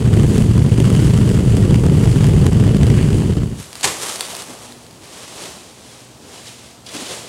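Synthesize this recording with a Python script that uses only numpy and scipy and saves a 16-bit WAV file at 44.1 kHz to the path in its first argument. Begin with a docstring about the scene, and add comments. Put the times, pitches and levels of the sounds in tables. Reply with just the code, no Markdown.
"""Indoors, on an uneven floor and then in a hallway. A wire shelving rack rolls along, heard from on board:
grit jolts the castors, the frame rumbles, loose shelves chatter and knock, and thin wires jingle.
The rumble fades and a full plastic bag is grabbed close by, carried off and pushed onto a wire shelf.
Its creases crinkle and its load shifts with a hollow rustle, over soft air and a faint mains hum."""
import sys
import numpy as np
from scipy import signal
from scipy.fft import rfft, irfft
from scipy.io import wavfile
from scipy.ndimage import uniform_filter1d, minimum_filter1d

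SR = 44100
rng = np.random.default_rng(int(sys.argv[2]) if len(sys.argv) > 2 else 0)


def master(y):
    """Save y as 16-bit WAV."""
    cut = np.clip(np.atleast_2d(y).T, -1, 1)
    pcm = np.round(cut * 32767)  # scale
    wavfile.write(sys.argv[1], SR, pcm.astype(np.int16))


N = 321048
T = np.arange(N) / SR

# The rumble holds steady, then fades. Each row: time in seconds, level in dB.
RUMBLE_LEVEL = [(.01, -15), (.1, -9.3), (.55, -11.5), (.95, -10.5), (1.4, -11), (2.05, -10.5), (2.7, -10.5),
                (2.95, -10), (3.42, -15), (3.6, -29.5), (3.66, -56)]
# Tone of the shaken frame. Each row: frequency in Hz, relative level in dB.
FRAME_COLOUR = [(20, -50), (33, -25), (44, -6.5), (62, -3), (102, -1.3), (124, 0.5), (198, -6),
                (250, -12.5), (325, -15), (440, -18), (540, -27), (708, -36.5), (1100, -44.5)]
# Posts and shelves bending. Each row: pitch in Hz, time to fall 60 dB in seconds, relative level in dB.
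FRAME_MODES = [(44.85, 0.46, -20.5), (98.3, 0.105, -10), (119.45, 0.407, -3), (148.95, 0.288, -9),
               (202.4, 0.31, -17)]
# How hard the shelves chatter. Each row: time in seconds, level in dB.
CHATTER_LEVEL = [(0, -35.5), (.33, -32.5), (.52, -37), (.95, -32.8), (1.45, -34.2), (1.85, -35.5),
                 (2.05, -33.3), (2.75, -34.2), (3.02, -33.8), (3.4, -38.5), (3.55, -46.5)]
# Shelves tapping in their sockets. Each row: frequency in Hz, relative level in dB.
SOCKET_COLOUR = [(300, -11), (700, -3), (1000, 0.5), (1600, -2), (2000, -2.5), (2450, -6), (3000, -1),
                 (3900, -11), (4700, -8.5), (5600, -14.5), (8000, -12.5), (11000, -24.5), (15000, -31)]
# The wires jingle in swells of their own. Each row: time in seconds, level in dB.
JINGLE_LEVEL = [(.05, -43), (.33, -35.5), (.52, -41), (.72, -41.5), (.98, -36.5), (1.85, -40.5), (2.1, -37),
                (2.7, -42), (3.17, -38), (3.5, -49.5)]
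# Sheen of the thin wires. Each row: frequency in Hz, relative level in dB.
WIRE_COLOUR = [(2000, -2.5), (4500, -4.5), (5600, -4.5), (7000, -1.5), (8800, -1), (10000, -4),
               (11700, -10.5), (12600, -22), (15500, -18)]
# A wire shelf ringing. Each row: pitch in Hz, time to fall 60 dB in seconds, relative level in dB.
WIRE_MODES = [(1943, 0.11, -4), (2700, .07, -3.5), (2981, 0.1, -1.5), (3440, 0.07, -1.5), (3890, .06, -4),
              (4840, 0.07, -2), (5930, 0.1, -6), (6790, .1, -6), (8090, .15, -5), (9397, 0.25, -6.5)]
# The hardest shelf knocks. Each row: start in seconds, strength in dB, brightness in Hz.
HARD_KNOCKS = [(0.168, -18, 1200), (0.233, -15.5, 2400), (0.3803, -15, 6700), (0.5785, -16, 1900),
               (0.778, -15.5, 900), (0.8016, -13.5, 3700), (0.854, -17, 3800), (0.902, -14, 1700),
               (0.9635, -16.5, 2400), (1.045, -17, 3800), (1.1765, -13.5, 3000), (1.291, -17, 5500),
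               (1.5687, -13.7, 6500), (1.709, -17, 1400), (1.7439, -15, 1200), (1.8385, -15.5, 1600),
               (1.8645, -16.5, 1400), (2.04, -17, 2000), (2.056, -15.5, 1100), (2.2425, -12.3, 1900),
               (2.267, -17, 6500), (2.336, -16.5, 1210), (2.4655, -10.5, 4500), (2.531, -16, 5000),
               (2.6, -17.5, 1800), (2.6383, -17, 2200), (2.768, -17.5, 5000), (2.8322, -13, 2200),
               (2.8679, -17, 6400), (2.9015, -17, 2200)]
# Tone of a struck post. Each row: frequency in Hz, gain in dB.
POST_COLOUR = [(200, 12), (500, 4.5), (1000, 0), (2200, -1), (3000, 4), (3900, -1), (9000, 4.5),
               (15000, -6.5)]
# A castor scuffing as it swivels. Each row: time in seconds, level in dB.
SCUFF_LEVEL = [(2.9, -50), (2.99, -35), (3.05, -38.5), (3.1, -52)]
# Tone of that scuff. Each row: frequency in Hz, relative level in dB.
SCUFF_COLOUR = [(900, -14), (1500, -4), (2100, 0), (3100, -5), (4500, -18)]

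# The bag is grabbed, gathered, lifted, carried and pushed in. Each row: crest in seconds,
# crinkle level in dB, load level in dB, seconds to rise 20 dB, seconds to fall 20 dB.
TUGS = [(3.6, -38, -53, .07, 0.4), (3.77, -37.5, -58, 0.09, 1.1), (3.865, -24, -27.5, 0.045, 0.24),
        (4.035, -23.5, -31.5, 0.07, 0.38), (4.25, -33, -41, 0.0549, .5), (4.4, -33.5, -39, 0.15, 0.1047),
        (4.51, -41.5, -37.5, 0.11, 0.2042), (4.62, -41, -43.5, 0.02, 0.24),
        (5.04, -42.5, -44.5, 0.02, 0.37), (5.14, -42, -48, .18, 0.43), (5.43, -33, -36, 0.39, 0.33),
        (5.93, -43.5, -50, 0.56, 0.5), (6.34, -41.3, -43, 0.25, 0.1848), (6.48, -37.5, -50, 0.21, 0.3039),
        (6.66, -43, -52, 0.18, .28), (6.875, -41, -46.5, 0.0433, 0.32), (6.95, -28.5, -35.5, 0.0778, .17),
        (7.012, -30, -37, 0.06, .2), (7.112, -29.8, -35, 0.14, 0.42)]
# Plastic film crinkling close by. Each row: frequency in Hz, relative level in dB.
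NEAR_FILM_COLOUR = [(600, -30), (1100, 0.5), (1600, -2), (2400, -2), (3200, 0), (4800, -3), (5500, -2),
                    (8800, -1), (11400, -7.5), (15600, -26)]
# The same film down the hall. Each row: frequency in Hz, relative level in dB.
FAR_FILM_COLOUR = [(600, -18.5), (1100, -5), (1700, -4), (2400, -2.5), (3200, -1), (4800, -2.5), (5700, -3),
                   (8800, -4), (11400, -12.5), (13000, -24), (15600, -25)]
# Hollow rustle of the load. Each row: frequency in Hz, relative level in dB.
LOAD_COLOUR = [(100, -25), (180, -0.5), (260, -3), (400, 2.5), (550, 1), (750, 1), (1200, -5), (2000, -21),
               (4000, -31.5)]
# A hand slapping into the bag. Each row: start in seconds, peak in dB, time to fall 60 dB in seconds.
SLAPS = [(3.829, -9, 0.11), (3.8408, -1, 0.06), (3.851, -5.5, 0.026), (3.871, -12, 0.08)]
# Tone of a slap. Each row: frequency in Hz, relative level in dB.
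SLAP_COLOUR = [(80, 1), (200, -5), (350, 0), (550, -6), (820, 3), (1050, 4), (1300, -4), (1750, 1.5),
               (3200, 1), (5000, 0), (9000, 0), (12000, -12), (15500, -31)]
# Single creases snapping. Each row: start in seconds, peak in dB.
SNAPS = [(3.73, -15), (3.7548, -13), (3.81, -14), (4.123, -13), (4.1589, -9.5), (4.2085, 1), (4.351, -13),
         (4.367, -14), (4.4213, -15), (4.7231, -22), (4.866, -28), (4.91, -29)]
# Tone of a snap. Each row: frequency in Hz, relative level in dB.
SNAP_COLOUR = [(300, -9.5), (700, 3.5), (1500, -4.5), (3000, -1.5), (4600, 6), (5500, -2), (7200, -4),
               (9200, 2), (12000, -13), (15500, -13.5)]
# Soft bumps of the load. Each row: start in seconds, pitch in Hz, peak in dB, seconds to fall 60 dB.
BUMPS = [(3.846, 790, -19, .045), (3.853, 348, -19, 0.12), (4.329, 696, -27, 0.05),
         (4.485, 270, -28.5, 0.26), (5.41, 301, -32, 0.39), (6.94, 238, -23, 0.36), (6.995, 288, -26, 0.26),
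         (7.1, 517.5, -29, 0.57)]
# The bag nudging the wire shelf. Each row: start in seconds, strength in dB.
CLINKS = [(6.353, -28), (6.375, -30), (6.47, -28), (6.8635, -22.5), (6.888, -24), (6.965, -18.5),
          (7.11, -26)]

# Still air of the hallway. Each row: frequency in Hz, relative level in dB.
AIR_COLOUR = [(30, -19), (70, 0.5), (120, 2), (250, 0.5), (450, -2.5), (750, -5.5), (1200, -13),
              (2000, -21), (3200, -19.5), (8000, -20), (15000, -31)]
# Mains hum. Each row: pitch in Hz, typical rms level in dB.
HUM = [(119.5, -54), (241, -55)]

SURGE_DB, SURGES_PER_S = 0.5, 7.97  # the uneven floor makes the rumble swell and sag
RUMBLE_LEVELLING, LEVELLING_WINDOW_S = 0.55, 0.07
HEAVE_RUMBLE_DB, HEAVE_CHATTER_DB, HEAVE_RISE_S, HEAVE_SETTLE_S = 2, 0.6, 0.0059, 0.0455
KNOCKS_PER_S, KNOCK_OVER_CHATTER_DB, KNOCK_SPREAD_DB = 5, 12, 1.2
KNOCK_BRIGHT_HZ, KNOCK_SPREAD_OCTAVES = 1710, 0.64
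BAG_START_S, BAG_FADE_IN_S = 3.55, 0.036
SWAY_FILM_DB, SWAY_LOAD_DB = -52, -55.5  # the faint rustle between tugs
SLAP_RISE_S = 0.002  # the film gives way under the hand
LOW_CUT_HZ, HIGH_CUT_HZ, LIMITER_CEILING = 39, 15800, 0.85


def rack():
    """Floor grit jolts the castors; the frame booms, and its widest swings rattle shelves and wires."""
    jolts = grains(rate=650, spread_db=3.0)
    frame = frame_boom(jolts)
    taps = shelf_taps(jolts, frame)
    wires = wire_jingle(taps)
    upset = heave()
    chatter_db = curve(CHATTER_LEVEL) + HEAVE_CHATTER_DB * upset
    rattle = (coloured(taps, SOCKET_COLOUR) * undb(chatter_db) + wires) * during(CHATTER_LEVEL, 0.065)
    rumble_db = curve(RUMBLE_LEVEL) + HEAVE_RUMBLE_DB * upset + SURGE_DB * walk(SURGES_PER_S)
    rumble = frame * undb(rumble_db) * during(RUMBLE_LEVEL, fade_s=0.03)
    return rumble + rattle + shelf_knocks() + castor_scuff()


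def frame_boom(jolts):
    """Jolts set the frame ringing; the boom is levelled so the rumble stays steady."""
    boom = coloured(jolts, FRAME_COLOUR) + undb(-3.5) * ring(jolts, FRAME_MODES)
    power = uniform_filter1d(boom ** 2, int(LEVELLING_WINDOW_S * SR)) + 1e-6
    return unit(boom / np.sqrt(power) ** RUMBLE_LEVELLING)


def heave():
    """The bump behind each hard knock heaves the rack: a quick rise to one, then a settling to zero."""
    falloffs = [np.maximum((s - T) / HEAVE_RISE_S, (T - s) / HEAVE_SETTLE_S) for s, _, _ in HARD_KNOCKS]
    return np.exp(-np.min(falloffs, axis=0))


def shelf_taps(jolts, frame):
    """Each jolt clacks the shelves directly, and they tap again as the frame swings."""
    swing = unit(np.abs(frame) ** 0.865 + 0.334)
    taps = 0.71 * jolts + grains(rate=800, spread_db=2.5) * swing
    return unit(taps + 1.19 * scatter(taps, t60=0.0208))


def wire_jingle(taps):
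    """Flurries of tiny contacts join the shelf taps and set the thin wires ringing."""
    contacts = grains(rate=2500, spread_db=3.0) * undb(0.62 * walk(14)) + 0.368 * taps
    contacts = unit(contacts + 0.79 * scatter(contacts, t60=0.03))
    jingle = coloured(contacts, WIRE_COLOUR) + undb(-21.5) * ring(contacts, WIRE_MODES)
    return jingle * undb(curve(JINGLE_LEVEL))


def shelf_knocks():
    """Shelves strike their posts and rebound for a few milliseconds; a softer contact is duller."""
    knocks = []
    for s, db, bright_hz in HARD_KNOCKS + light_knocks():
        band = signal.butter(1, [450, np.clip(bright_hz, 700, SR / 4)], "band", fs=SR, output="sos")
        knocks.append((s, db, signal.sosfilt(band, contact(spray=2.025, t60=0.0116))))
    return through(place(knocks), body(POST_COLOUR, size=512))


def light_knocks():
    """Chance knocks that ride above the chatter level, in rows like those of HARD_KNOCKS."""
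    times, levels = np.transpose(CHATTER_LEVEL)
    starts = (np.arange(40) + rng.random(size=40)) / KNOCKS_PER_S
    force, hardness = rng.standard_normal(size=(40, 2)).T
    strength_db = np.interp(starts, times, levels) + KNOCK_OVER_CHATTER_DB + KNOCK_SPREAD_DB * force
    bright_hz = KNOCK_BRIGHT_HZ * 2 ** (KNOCK_SPREAD_OCTAVES * hardness)
    return [(s, db, hz) for s, db, hz in zip(starts, strength_db, bright_hz) if s < times[-1]]


def castor_scuff():
    """A wheel sticks and slips sideways for a moment."""
    slips = coloured(grains(rate=900, spread_db=2.5), SCUFF_COLOUR, size=512)
    return slips * undb(curve(SCUFF_LEVEL)) * during(SCUFF_LEVEL, fade_s=0.03)


def bag():
    """Creases buckle in swarms and the load shifts with each tug; the sharp hits echo in the hall."""
    creases = grains(rate=3500, spread_db=4.0) * undb(1.25 * walk(60))
    film = film_crinkle(creases)
    load = coloured(grains(rate=1500, spread_db=2.0) + 0.84 * creases, LOAD_COLOUR)
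    film_gain, load_gain = tug_gains()
    rustle = film * film_gain + load * load_gain
    hits = hand_slaps() + shelf_clinks() + clicks(SNAPS, SNAP_COLOUR, spray=0.85, t60=0.012)
    return rustle + load_bumps() + hits + undb(-6.5) * through(hits, tail(t60=0.59))


def film_crinkle(creases):
    """The plastic is crisp close by; as it is carried off, the walls smear it into a hiss."""
    far_share = np.interp(T, [4.35, 4.75, 6.3], [0, 0.75, 1])
    near = coloured(creases + 1.04 * scatter(creases, t60=0.216), NEAR_FILM_COLOUR)
    far = coloured(0.5 * creases + scatter(creases, t60=0.53), FAR_FILM_COLOUR)
    return np.sqrt(1 - far_share) * near + np.sqrt(far_share) * far


def tug_gains():
    """Gains of film and load: every tug swells and dies away exponentially, and their powers add."""
    film_power, load_power = undb(SWAY_FILM_DB) ** 2, undb(SWAY_LOAD_DB) ** 2
    for s, film_db, load_db, rise_s, fall_s in TUGS:
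        swell_db = -20 * np.maximum((s - T) / rise_s, (T - s) / fall_s)
        film_power = film_power + undb(film_db + swell_db) ** 2
        load_power = load_power + undb(load_db + swell_db) ** 2
    fade_in = np.clip(1 + (T - BAG_START_S) / BAG_FADE_IN_S, 0, 1)
    return np.sqrt([film_power, load_power]) * fade_in


def hand_slaps():
    """The hand drives the air out of the bag: a few bursts of collapsing film."""
    response = body(SLAP_COLOUR, size=1024)
    slaps = []
    for s, db, t60 in SLAPS:
        burst = tail(t60)
        attack = 1 - np.exp(-T[:len(burst)] / SLAP_RISE_S)
        slaps.append((s, db, signal.fftconvolve(burst * attack, response)))
    return place(slaps)


def load_bumps():
    """The load settles with a soft, dying rustle, each time in one broad hollow resonance."""
    return place((s, db, signal.fftconvolve(tail(t60), np.gradient(mode(hz, t60=0.03))))
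                 for s, hz, db, t60 in BUMPS)


def shelf_clinks():
    """Brief scrapes of the bag set the wire shelf ringing."""
    scrapes = clicks(CLINKS, colour=[(1500, -13), (3000, 4.5), (9000, -1), (15000, -28)],
                     spray=3.2, t60=0.06)
    return 0.75 * scrapes + 0.16 * ring(scrapes, WIRE_MODES)


def hallway_air():
    """A soft bed of air noise whose level drifts a little."""
    return coloured(rng.standard_normal(N), AIR_COLOUR) * undb(-44 + 0.63 * walk(3.9))


def mains_hum():
    """Two faint low tones that waver in level and phase."""
    return sum(undb(db + 2.55 * walk(5)) * np.sqrt(2) * np.sin(2 * np.pi * hz * T + 0.725 * walk(6))
               for hz, db in HUM)


def grains(rate, spread_db):
    """Tiny impulses at random moments, about rate a second, a few much larger than the rest."""
    strength = np.minimum(rng.exponential(size=N), 4.1)
    fires = rng.random(N) < rate / SR
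    return unit(fires * undb(spread_db * strength) * rng.choice([-1, 1], N))


def clicks(events, colour, spray, t60):
    """Sharp contacts of one colour. Each event: start in seconds, peak in dB."""
    response = body(colour, size=512)
    return place((s, db, signal.fftconvolve(contact(spray, t60), response)) for s, db in events)


def contact(spray, t60):
    """One sharp impulse followed by a short spray of smaller ones."""
    return np.concatenate([[1], spray * tail(t60)])


def tail(t60):
    """A noise burst of unit energy that falls 60 dB in t60 seconds."""
    t = T[:int(2 * t60 * SR) + 2]
    burst = rng.standard_normal(SR * 2)[:len(t)] * np.exp(-np.log(1000) * t / t60)
    return burst / np.sqrt(np.sum(burst ** 2))


def scatter(x, t60):
    """Diffuse reflections: noise that holds the energy of x and lets it die away."""
    keep = np.exp(-2 * np.log(1000) / (t60 * SR))
    return rng.standard_normal(N) * np.sqrt(signal.lfilter([1 - keep], [1, -keep], x ** 2))


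def ring(x, modes):
    """Damped modes driven by x, each at its own level."""
    return through(x, sum(undb(db) * mode(hz, t60) for hz, t60, db in modes))


def mode(hz, t60):
    """Ringing of one damped mode, of unit energy."""
    t = T[:SR // 2]
    wave = np.sin(2 * np.pi * hz * t) * np.exp(-np.log(1000) * t / t60)
    return wave / np.sqrt(np.sum(wave ** 2))


def coloured(x, colour, size=8192):
    """Give x a tone colour, at an rms of one."""
    return unit(through(x, body(colour, size)))


def body(colour, size):
    """Impulse response of a tone colour, falling 20 dB an octave beyond both ends."""
    hz, db = np.transpose(colour)
    octave = np.log2(np.maximum(np.arange(size // 2 + 1) * SR / size, 1))
    beyond = np.abs(octave - np.clip(octave, np.log2(hz[0]), np.log2(hz[-1])))
    gain = undb(np.interp(octave, np.log2(hz), db) - 20 * beyond)
    cepstrum = irfft(np.log(gain))
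    cepstrum[1:size // 2] *= 2  # minimum phase: nothing rings ahead of the hit
    cepstrum[size // 2 + 1:] = 0
    return irfft(np.exp(rfft(cepstrum)))


def through(x, response):
    """Sound passed through an impulse response."""
    return signal.fftconvolve(x, response)[:N]


def place(sounds):
    """Lay sounds on the timeline. Each row: start in seconds, peak in dB, sound."""
    out = np.zeros(N + 2 * SR)
    for s, db, sound in sounds:
        out[int(s * SR):][:len(sound)] += undb(db) * sound / np.abs(sound).max()
    return out[:N]


def walk(rate):
    """A drift that glides to a new random value rate times a second, at an rms of one."""
    hold = int(SR / rate)
    steps = np.repeat(rng.standard_normal(N // hold + 1), hold)
    return unit(uniform_filter1d(steps, hold)[:N])


def curve(table):
    """A fader ride: straight lines between a table's points in time."""
    return np.interp(T, *np.transpose(table))


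def during(table, fade_s):
    """One while a table runs, fading to nothing outside it."""
    return np.clip(1 + np.minimum(T - table[0][0], table[-1][0] - T) / fade_s, 0, 1)


def undb(db):
    """Decibels to gain."""
    return 10 ** (np.asarray(db) / 20)


def unit(x):
    """Scale to an rms of one."""
    return x / np.sqrt(np.mean(x ** 2))


def scene():
    """The rack, then the bag, over air and hum, in mono."""
    return (rack() + bag() + hallway_air() + mains_hum())[None]


def record(dry):
    """Shed the deepest bass, limit the tallest peaks and cut the very top."""
    x = signal.sosfilt(signal.butter(5, LOW_CUT_HZ, "high", fs=SR, output="sos"), dry)
    gain = LIMITER_CEILING / np.maximum(np.abs(x), LIMITER_CEILING)
    gain = uniform_filter1d(minimum_filter1d(gain, size=257), size=257)  # ease in and out of each peak
    return signal.sosfilt(signal.ellip(10, 0.2, 80, HIGH_CUT_HZ, fs=SR, output="sos"), x * gain)


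dry = scene()
out = record(dry)
master(out)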